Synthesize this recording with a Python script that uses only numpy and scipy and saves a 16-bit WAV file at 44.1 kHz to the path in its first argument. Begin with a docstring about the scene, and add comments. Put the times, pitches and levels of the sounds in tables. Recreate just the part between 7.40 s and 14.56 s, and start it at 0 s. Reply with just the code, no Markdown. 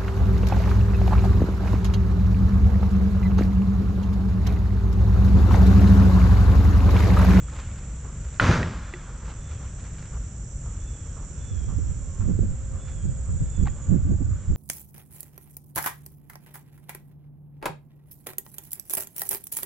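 """A paved park path on a summer day. Crickets trill in the trees, mostly on the right: a chorus of noise and
pulsed tones, with a few nearer singers as gated tone pips. A far bird whistles by frequency modulation.
A city rumbles as filtered noise with faint swelling tones; soft footsteps and clothes are shaped noise.
Knocks, one of them a hard bump, ring damped modes of the microphone's housing, which scrapes and shudders.
Later gusts buffet mainly the right port as low-frequency noise, and a closer cricket chirps in runs."""
import sys
import numpy as np
from scipy import signal
from scipy.fft import rfft, irfft, next_fast_len
from scipy.io import wavfile
from scipy.ndimage import uniform_filter1d

SR = 44100
rng = np.random.default_rng(int(sys.argv[2]) if len(sys.argv) > 2 else 0)


def file_out(sig):
    """Save sig as 16-bit WAV at sys.argv[1]."""
    # one column per channel
    cols = np.atleast_2d(sig).T
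    # limit, then scale
    lim = np.clip(cols, -1, 1)
    pcm = np.round(lim * 32767).astype(np.int16)
    wavfile.write(sys.argv[1], SR, pcm)


N = 315756
TIME = np.arange(N) / SR   # [s]


def from_db(db):
    """Decibel law: 20 dB is a factor of ten in amplitude."""
    return 10 ** (np.asarray(db) / 20)


def rms_one(x):
    """Normalization to unit root-mean-square amplitude."""
    return x / np.sqrt(np.mean(x ** 2) + 1e-20)


def in_time(rows):
    """Linear interpolation: each column of a curve at every sample."""
    s, *columns = np.transpose(rows)
    return np.array([np.interp(TIME, s, c) for c in columns])


def pan(left_db):
    """Level-difference stereo: gains of the two sides for a left-minus-right level."""
    return from_db(np.array([[left_db], [-left_db]]) / 2)


def drift(rate):
    """Random modulation: straight lines join chance values, 2 * rate of them a second; rms 1."""
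    knots = rng.standard_normal(int(N / SR * rate * 2) + 3)
    return rms_one(np.interp(TIME * rate * 2, np.arange(len(knots)), knots))


def noise(colour, alike):
    """Spectral shaping and partial coherence: coloured stereo noise, steep beyond its ends; rms 1."""
    size = next_fast_len(N)
    hz, level_db = np.transpose(colour)
    log_hz = np.log(np.maximum(np.fft.rfftfreq(size, 1 / SR), 1))
    beyond = np.abs(log_hz - np.clip(log_hz, np.log(hz[0]), np.log(hz[-1])))
    gain = from_db(np.interp(log_hz, np.log(hz), level_db) - 120 * beyond)
    mid, side = irfft(rfft(rng.standard_normal((2, size))) * gain, size)[:, :N]
    alike = np.clip(alike, 0, 1)
    return rms_one(np.sqrt(1 + alike) * mid + np.sqrt(1 - alike) * side * [[1], [-1]])


def ring(clicks, hz, t60):
    """Damped resonance: a unit click sets a decaying sine ringing."""
    r = from_db(-60 / (t60 * SR))
    w = 2 * np.pi * hz / SR
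    return signal.lfilter([0, np.sin(w)], [1, -2 * r * np.cos(w), r * r], clicks + 1e-18)


def trees(x, wet_db, t60):
    """Multiple scattering: trunks and leaves return a dying tail, different on each side."""
    t = TIME[:SR]
    tail = rng.standard_normal((2, SR)) * np.exp(-np.log(1000) * t / t60)
    tail /= np.sqrt(np.sum(tail ** 2, axis=1, keepdims=True))
    return x + from_db(wet_db) * signal.fftconvolve(x[None], tail, axes=1)[:, :N]


def swell(start, attack, hold, fall_db_per_s):
    """Envelope with exponential decay: rises to 1, stays until hold seconds after the start, dies away."""
    age = TIME - start
    return np.clip(age / attack, 0, 1) * from_db(-fall_db_per_s * np.maximum(age - hold, 0))


def puff(centre, half):
    """Gaussian envelope: a short bell-shaped rise and fall."""
    return np.exp(-.5 * ((TIME - centre) / half) ** 2)


def cricket(hz, fall, strokes_per_s, duty, chirps_per_s=0, sung=1):
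    """Stridulation: each wing stroke is a tone pip that falls as the file slows; chirps may group them."""
    clock = TIME + rng.random() + .003 * drift(2)
    place = clock * strokes_per_s % 1 / np.clip(duty, .1, 1)
    pip = np.sin(np.pi * np.minimum(place, 1))
    gate = uniform_filter1d(1. * (clock * chirps_per_s % 1 < sung), SR // 200)
    waver = .002 * drift(15)
    pitch = hz * (1 - fall * (np.minimum(place, 1) - .5) + waver)
    return rms_one(pip * gate * np.sin(2 * np.pi * np.cumsum(pitch) / SR))


# chorus, passing to the right as the path goes on; its level is that of the far hiss:
# (time [s], level [dB], left minus right [dB])
CHORUS_COURSE = [(0, -51.5, -3), (2.6, -52.5, -3), (3.4, -50.5, -5.5), (4.4, -52, -8), (5.3, -54, -9.5),
                 (6.0, -52, -8), (7.16, -53, -6)]
# spectrum of the far hiss: (frequency [Hz], relative density [dB])
CHORUS_SPECTRUM = [(3760, -48), (6400, -7), (6860, 3.5), (7370, 3), (7610, 6), (7880, 0), (8120, -9.5),
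                   (8280, -14), (8420, -19.5), (8800, -35.5), (11400, -74.5), (19400, -120)]


def chorus(count=7, singers_db=-2.5):
    """Incoherent summation: many far crickets melt into a hiss; closer singers' pips stand out."""
    pitches = np.linspace(7050, 7700, count)
    singers = sum(cricket(hz, .07, rng.uniform(42, 52), .55) for hz in pitches)
    singers = rms_one(trees(singers, wet_db=-3, t60=0.11))
    far = noise(CHORUS_SPECTRUM, alike=0.19) * from_db(0.38 * drift(5.5))
    level_db, left_db = in_time(CHORUS_COURSE)
    sides = from_db([level_db + left_db / 2, level_db - left_db / 2])
    return sides * (far + from_db(singers_db) * singers)


# low buzzer before scattering and panning: (time [s], level [dB])
LOW_BUZZER = [(0, -68), (.9, -63.5), (3, -63), (4.2, -62), (4.8, -66), (5.3, -82), (7.16, -84)]
# second low buzzer: (time [s], level over the first [dB])
SECOND_BUZZER_OVER_LOW = [(0, -14.5), (2, -8), (4.5, -4), (7.16, -2.5)]
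# triller in the middle of the chorus, before scattering and panning: (time [s], level [dB])
MIDDLE_TRILLER = [(0, -60), (2.4, -64), (5.0, -55.5), (5.8, -68), (6.5, -60), (7.16, -61)]
# highest triller, before scattering and panning: (time [s], level [dB])
HIGH_TRILLER = [(0, -68), (2.4, -66), (4.8, -72.5), (5.3, -64), (6.0, -59), (6.4, -73), (7.16, -77)]


def near_crickets():
    """Pulse-rate contrast: two fast low buzzers and two slower, higher trillers on the right."""
    low_db, = in_time(LOW_BUZZER)
    second_db, = in_time(SECOND_BUZZER_OVER_LOW)
    middle_db, = in_time(MIDDLE_TRILLER)
    high_db, = in_time(HIGH_TRILLER)
    buzz = cricket(5950, .11, 86, .85, chirps_per_s=12.3, sung=.82)
    second_buzz = from_db(second_db) * cricket(5650, 0.17, 86, 0.8)
    low = trees(from_db(low_db) * (buzz + second_buzz), wet_db=-23.5, t60=0.26)
    middle = trees(from_db(middle_db) * cricket(7320, 0.011, 47, .7), wet_db=-6.0, t60=0.21)
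    high = trees(from_db(high_db) * cricket(7950, .022, 46, .6), wet_db=-1, t60=0.34)
    return pan(-8.5) * low + pan(-2) * middle + pan(-5.5) * high


# whistles: (start [s], length [s], reference pitch [Hz], level before its shape and scattering [dB])
WHISTLE_CALLS = [(-.18, 0.29, 3620, -65), (1.42, .26, 3580, -61), (1.969, 0.25, 3575, -62),
                 (3.39, 0.33, 3550, -64.5), (3.986, .27, 3546, -61), (5.372, 0.29, 3550, -62),
                 (5.989, 0.32, 3616, -62.5)]
# shape of a whistle: (share of its length [0-1], pitch over reference [ratio], relative level [dB])
WHISTLE_SHAPE = [(0, .94, -6.5), (0.081, 0.98, -1.5), (.22, 0.98, -3.5), (.42, 0.97, -0.5), (.7, .935, -1),
                 (1, .885, -3)]


def bird():
    """Harmonic series: the fourth harmonic of an arching, sinking whistle outweighs the second and third."""
    share, bend, shape_db = np.transpose(WHISTLE_SHAPE)
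    out = np.zeros(N)
    for start, length, hz, level_db in WHISTLE_CALLS:
        place = (TIME - start) / length
        on = (place > 0) & (place < 1)
        pitch = hz * np.interp(place[on], share, bend) * (1 + .006 * drift(90)[on])
        phase = 2 * np.pi * np.cumsum(pitch) / SR   # of the fourth harmonic
        second, third = np.sin(phase / 2), np.sin(phase * 3 / 4)
        voice = np.sin(phase) + from_db(-10) * third + from_db(-7.0) * second
        out[on] += from_db(level_db + np.interp(place[on], share, shape_db)) * voice
    call = trees(out * from_db(2 * drift(40)), wet_db=1.5, t60=1.1)
    centre = call.mean(axis=0)
    return centre + .3 * (call - centre)   # it comes from straight ahead


# spectrum of the low rumble: (frequency [Hz], relative density [dB])
RUMBLE_SPECTRUM = [(12, -43), (20, -10.5), (59, 2.5), (75, -2), (107, -6.5), (140, -8.5), (226, -21.5),
                   (266, -25), (380, -30), (435, -31.5), (505, -31.5), (700, -37.5), (910, -43),
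                   (1540, -120)]
# spectrum of the wash of far traffic and leaves: (frequency [Hz], relative density [dB])
WASH_SPECTRUM = [(350, -11.5), (600, -2.5), (725, -30.5), (794, -9.5), (926, -8), (1480, -5), (1870, -11),
                 (3280, -16), (4260, -21.5), (5200, -34), (6760, -42.5), (11400, -120)]
# far brakes and horns: (start [s], length [s], frequency [Hz], level before scattering [dB])
BRAKES_AND_HORNS = [(4.6, 0.4, 1078, -60.5), (4.62, .45, 1400, -70), (4.633, 1.7, 530, -58),
                    (6.3, .9, 581, -61), (6.2, 1, 850, -61.5), (6.1, 1.2, 1163, -61),
                    (6.3, .95, 1500, -64.5), (6.6, .54, 1750, -72)]
RUMBLE_DB, WASH_DB, LEAVES_DB = -32.5, -57, -63.5


def city():
    """Broadband ambience: steady rumble, a wash of far traffic and leaves, faint tonal brakes and horns."""
    tones = np.zeros(N)
    for start, length, hz, level_db in BRAKES_AND_HORNS:
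        place = np.clip((TIME - start) / length, 0, 1)
        envelope = np.sqrt(np.abs(np.sin(np.pi * place)))
        pitch = hz * (1 + 0.00298 * drift(5.4))
        tones += from_db(level_db) * envelope * np.sin(2 * np.pi * np.cumsum(pitch) / SR)
    rumble = from_db(RUMBLE_DB) * noise(RUMBLE_SPECTRUM, alike=0.96)
    wash = from_db(WASH_DB + 0.91 * drift(3)) * noise(WASH_SPECTRUM, alike=0.62)
    leaf_spectrum = [(4200, -12.5), (5300, -2.5), (6000, 6.0), (6800, -6), (8300, -12.5), (8800, -23)]
    leaves = from_db(LEAVES_DB) * noise(leaf_spectrum, alike=0.5) * pan(-5)
    return rumble + wash + leaves + trees(tones, wet_db=-7.0, t60=.8)


# gusts on the ports: (start [s], hold counted from the start [s], right level [dB], left minus right [dB])
PORT_GUSTS = [(4.098, .14, -26.5, -10), (4.255, 0.26, -22, -13), (4.788, 0.23, -18, -8.5),
              (5.011, .1, -22, -6.5), (5.628, 0.07, -22, -5), (5.863, 0.1, -24, -4.5),
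              (5.994, 0.031, -16.5, -0.5), (6.169, 0.086, -16.5, -6.5), (6.466, 0.3, -19, -5),
              (6.635, .12, -14.5, -6), (6.78, 0.16, -20, -5.5), (7.075, 0.032, -15, -5)]
# strongest eddies at the right port: (centre [s], standard deviation of the bell [s], level [dB])
STRONG_EDDIES = [(4.39, 0.0084, -25), (4.9, 0.016, -15.5), (4.993, 0.0029, -12.5), (5.036, 0.017, -20),
                 (5.655, 0.0093, -26), (6.235, 0.015, -22), (6.54, 0.026, -13), (6.72, 0.024, -15.5),
                 (6.816, 0.0094, -16.5), (7.12, .016, -21)]
# spectrum of the buffeting: (frequency [Hz], relative density [dB])
BUFFET_SPECTRUM = [(15, 0.5), (30, -2.5), (60, 1), (90, 1), (140, -8), (220, -23), (400, -40), (800, -67)]
# spectrum of the eddies: (frequency [Hz], relative density [dB])
EDDY_SPECTRUM = [(50, -13), (110, 3.5), (180, 7.5), (290, -5.5), (450, -14.5), (650, -29.5), (1000, -43),
                 (2000, -46.5)]
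GUST_ATTACK_S, GUST_FALL_DB_PER_S = 0.018, 198.5
# the breeze between the gusts, over a constant calm; its left level is relative to the right
BREEZE_FROM_S, BREEZE_RISE_S, BREEZE_DB, BREEZE_LEFT_DB, CALM_DB = 3.75, 0.66, -33.5, -13, -55.5
# small eddies ride on every gust, at a level relative to it
SWIRL_DB, SWIRL_SPREAD_DB, SWIRLS_PER_S = -16.5, 4.5, 18
EDDY_LEFT_DB = -14   # left eddies relative to right


def wind():
    """Turbulent pressure: gusts buffet the ports almost independently; eddies are short, brighter puffs."""
    rise = np.clip((TIME - BREEZE_FROM_S) / BREEZE_RISE_S, 0, 1)
    breeze = from_db([[BREEZE_DB + BREEZE_LEFT_DB], [BREEZE_DB]]) * rise
    gusts = np.zeros((2, N))
    for start, hold, level_db, left_db in PORT_GUSTS:
        sides = from_db([[level_db + left_db], [level_db]])
        gusts = np.maximum(gusts, sides * swell(start, GUST_ATTACK_S, hold, GUST_FALL_DB_PER_S))
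    buffet = (from_db(CALM_DB) + np.maximum(breeze, gusts)) * noise(BUFFET_SPECTRUM, alike=0.1)
    swirl = gusts[1] * from_db(SWIRL_DB + SWIRL_SPREAD_DB * np.minimum(drift(SWIRLS_PER_S), 1))
    strong = sum(from_db(level_db) * puff(s, half) for s, half, level_db in STRONG_EDDIES)
    eddies = np.maximum(swirl, strong) * from_db([[EDDY_LEFT_DB], [0]])
    return buffet + eddies * noise(EDDY_SPECTRUM, alike=0.3)


STEP_ATTACK_S = 0.015


def footfall(start, level_db, t60):
    """Contact pressure: a sole's load rises exponentially as it lands and decays as it rolls off."""
    age = np.maximum(TIME - start, 0)
    return from_db(level_db) * (1 - np.exp(-age / STEP_ATTACK_S)) * np.exp(-np.log(1000) * age / t60)


# spectrum of soles on grit: (frequency [Hz], relative density [dB])
STEP_SPECTRUM = [(200, 6.5), (500, 7.5), (750, 1.5), (1200, 8.5), (2000, -11.5), (4000, -22.5),
                 (8000, -26.5)]
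# a sole drags: (start [s], level before its onset and decay [dB])
SOLE_SCUFFS = [(1.82, -35), (1.875, -31.5)]
# swishes of clothing: (peak time [s], fall to 1/e [s], peak level before creases [dB])
CLOTH_SWISHES = [(.19, 0.19, -49), (.95, 0.35, -56.5), (1.885, 0.043, -49), (2.115, 0.053, -52.5),
                 (2.255, 0.034, -54.5), (2.4, 0.01, -51), (2.455, 0.031, -52.5), (2.63, 0.11, -55.5),
                 (5.49, 0.027, -54.5)]
# spectrum of the clothing: (frequency [Hz], relative density [dB])
CLOTH_SPECTRUM = [(400, -9.5), (1400, -2.5), (2500, -7), (4500, -16.5), (7000, -18.5), (9500, -36),
                  (13000, -50.5)]
# an even walking pace on soft soles; levels are before each step's onset and decay
FIRST_STEP_S, STEP_EVERY_S, STEP_T60_S, SCUFF_T60_S = .11, .521, 0.36, 0.13
STEP_DB, STEP_SOFTENS_DB_PER_S = -42, 1.05
SWISH_RISE_SHARE = 0.72   # rise over fading time
CREASES_PER_S, CREASE_DB = 51, 5   # tiny snaps of the cloth, relative to the swish


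def walker(crease_s=0.0028):
    """Friction noise: soft soles roll onto gritty paving while clothes swish and crease."""
    press = np.zeros(N)
    for s in np.arange(FIRST_STEP_S, N / SR, STEP_EVERY_S):
        press += footfall(s, STEP_DB - STEP_SOFTENS_DB_PER_S * s, STEP_T60_S)
    for s, level_db in SOLE_SCUFFS:
        press += footfall(s, level_db, SCUFF_T60_S)
    steps = press * from_db(2.5 * drift(60)) * noise(STEP_SPECTRUM, alike=1.0)
    swish = np.zeros(N)
    for s, fade, level_db in CLOTH_SWISHES:
        distance = np.maximum(TIME - s, (s - TIME) / SWISH_RISE_SHARE)
        swish += from_db(level_db) * np.exp(-distance / fade)
    snaps = rng.random(N) < CREASES_PER_S / SR
    creases = signal.lfilter([1], [1, -np.exp(-1 / (crease_s * SR))], snaps + 1e-18)
    clothes = swish * (1 + from_db(CREASE_DB) * creases) * noise(CLOTH_SPECTRUM, alike=0.84)
    return steps + clothes


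# knocks: (start [s], clack gain [dB], pitch over the housing's own [ratio], thud gain [dB])
HOUSING_KNOCKS = [(0.0834, -36, 0.91, -51), (0.9977, -3, 1.025, -32), (1.005, -16, 0.98, -40),
                  (1.079, -18, 1.1, -28), (1.2292, -17, 1.33, -31), (1.5378, -25, 1.41, -30.5),
                  (6.257, -32, 0.6, -64), (6.2666, -32, 1.1, -64), (6.2721, -23, 0.57, -60),
                  (6.2722, -30, 0.78, -50), (6.281, -35, 1.35, -60)]
# housing modes: (frequency [Hz], relative level [dB], decay by 60 dB [s])
HOUSING_MODES = [(1030, -17, 0.022), (1392, -1, 0.028), (1720, -2, 0.0072), (1943, -10.5, 0.028),
                 (2420, -21.5, 0.026), (2950, -20, 0.025), (3700, -52, .012)]


def knocks():
    """Modal excitation: each blunt knock rings the housing's damped modes and thuds its mount."""
    out = np.zeros(N)
    blunt = signal.butter(2, 3800, fs=SR, output="sos")
    click = signal.sosfilt(blunt, 1. 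* (np.arange(SR // 2) == 0))
    dull = signal.butter(3, 2700, fs=SR, output="sos")
    thin = signal.butter(2, 750, "high", fs=SR, output="sos")   # a small shell radiates little bass
    for start, level_db, pitch, thud_db in HOUSING_KNOCKS:
        clack = np.zeros(len(click))
        for k, (hz, mode_db, t60) in enumerate(HOUSING_MODES):
            clack += (-1) ** k * from_db(mode_db) * ring(click, hz * pitch, t60)
        # the contact slips a little
        grit = signal.sosfilt(dull, rng.standard_normal(len(click))) * np.exp(-TIME[:len(click)] / 0.0035)
        shell = from_db(level_db) * signal.sosfilt(thin, clack + from_db(-5) * grit)
        sound = shell + from_db(thud_db) * ring(click, 358, 0.13)
        at = int(start * SR)
        out[at:at + len(sound)] += sound[:N - at]
    return out * pan(-4)


# spectrum of the scrape: (frequency [Hz], relative density [dB])
SCRAPE_SPECTRUM = [(300, -15.5), (560, -2.5), (760, -8), (1000, -1), (1400, 1.5), (2000, -6), (3000, -13),
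                   (4500, -17.5), (6500, -18), (8000, -31), (10000, -41), (14000, -56)]
# spectrum of the shudder: (frequency [Hz], relative density [dB])
SHUDDER_SPECTRUM = [(20, -8), (45, -3.5), (85, 5), (130, -1), (220, -6), (350, -14.5), (600, -18),
                    (1200, -38)]
# the housing slides in its grip after the bump, then settles
RUB_START_S, RUB_ATTACK_S = 1, 0.014
SCRAPE_DB, SCRAPE_HOLD_S, SCRAPE_FALL_DB_PER_S = -24.5, 0.13, 139
SETTLE_DB, SETTLE_FALL_DB_PER_S = -36, 25.5
SHUDDER_DB, SHUDDER_HOLD_S, SHUDDER_FALL_DB_PER_S = -18, 0.19, 92
JOLT_S, JOLT_HALF_S, JOLT_DB = 1.103, 0.012, -13.5   # the grip catches


def rub():
    """Sliding friction: the bumped housing scrapes and shudders, catches with a jolt and settles."""
    slide = from_db(SCRAPE_DB) * swell(RUB_START_S, RUB_ATTACK_S, SCRAPE_HOLD_S, SCRAPE_FALL_DB_PER_S)
    settle = from_db(SETTLE_DB) * swell(RUB_START_S, SCRAPE_HOLD_S, SCRAPE_HOLD_S, SETTLE_FALL_DB_PER_S)
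    roughness = from_db(0.98 * drift(150))
    scrape = (slide + settle) * roughness * noise(SCRAPE_SPECTRUM, alike=0.9) * pan(-1.3)
    shake = from_db(SHUDDER_DB) * swell(RUB_START_S, RUB_ATTACK_S, SHUDDER_HOLD_S, SHUDDER_FALL_DB_PER_S)
    jolt = from_db(JOLT_DB) * puff(JOLT_S, JOLT_HALF_S)
    return scrape + (shake + jolt) * noise(SHUDDER_SPECTRUM, alike=1)


# runs of the nearest cricket: (start [s], length [s], chirp rate [1/s], mean pitch [Hz],
# level reached at the run's end, before scattering and panning [dB])
NEAREST_RUNS = [(5.397, .93, 15.55, 6930, -45), (6.424, .08, 44, 6850, -45.5),
                (6.715, .035, 44, 6680, -48.5), (6.85, .12, 21, 6930, -47)]
CHIRP_SWELL_DB_PER_S, CHIRP_PITCH_SPREAD = 6, 0.011   # spread as a share of the pitch


def chirper():
    """Pulse trains: even runs of chirps grow louder, each a strong falling pip between two weak strokes."""
    out = np.zeros(N)
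    t = np.arange(int(.017 * SR)) / SR
    place = t / t[-1]
    for start, length, rate, hz, level_db in NEAREST_RUNS:
        for age in np.arange(0, length, 1 / rate):
            pitch = hz * (1 + CHIRP_PITCH_SPREAD * rng.standard_normal() - 0.025 * (place - .5))
            gain = from_db(level_db - CHIRP_SWELL_DB_PER_S * (length - age))
            pip = gain * np.sin(np.pi * place) * np.sin(2 * np.pi * np.cumsum(pitch) / SR)
            for offset, stroke_db in [(-.022, -17.5), (0, 0), (.021, -26)]:
                at = int((start + age + offset - t[-1] / 2) * SR)
                out[at:at + len(pip)] += from_db(stroke_db) * pip
    return pan(-11.5) * trees(out, wet_db=-9.0, t60=.15)


def ports(x, apart_hz=900):
    """Wavelength against spacing: long waves reach the close ports alike, only short ones differ."""
    mid, side = (x[0] + x[1]) / 2, (x[0] - x[1]) / 2
    short = signal.sosfilt(signal.butter(3, apart_hz, "high", fs=SR, output="sos"), side)
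    return mid + short * [[1], [-1]]


# automatic gain: the share of the excess level that it takes away, and its speed
DUCK_ABOVE_DB, DUCK_SHARE, DUCK_DEAF_BELOW_HZ = -29.5, 0.34, 204
DUCK_ATTACK_S, RECOVER_DB_PER_S = 0.11, 4.5


def auto_gain(x):
    """Dynamic range compression: loud sounds turn the gain down quickly; it creeps back up."""
    heard = signal.sosfilt(signal.butter(2, DUCK_DEAF_BELOW_HZ, "high", fs=SR, output="sos"), x)
    power = np.abs(uniform_filter1d(np.mean(heard ** 2, axis=0), SR // 25))
    level_db = 10 * np.log10(power + 1e-12)
    duck_db = DUCK_SHARE * np.maximum(level_db - DUCK_ABOVE_DB, 0)
    recovery_db = RECOVER_DB_PER_S * TIME
    held_db = np.maximum.accumulate(duck_db + recovery_db) - recovery_db
    r = np.exp(-1 / (DUCK_ATTACK_S * SR))
    return x * from_db(-signal.lfilter([1 - r], [1, -r], held_db))


def scene():
    """Superposition: all sources add; insects and wind keep their full stereo difference."""
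    insects = chorus() + near_crickets() + chirper()
    return insects + ports(bird() + city() + walker() + knocks() + rub()) + wind()


def record(dry):
    """Compression, saturation and band limiting: gain ducks, peaks are rounded, the top is cut."""
    rounded = 1.178 * np.tanh(auto_gain(dry) / 1.225)
    top_cut = signal.cheby2(12, 70, 15500, fs=SR, output="sos")   # stopband from 15500 Hz, 70 dB down
    return signal.sosfilt(top_cut, rounded)


dry = scene()
out = record(dry)
file_out(out)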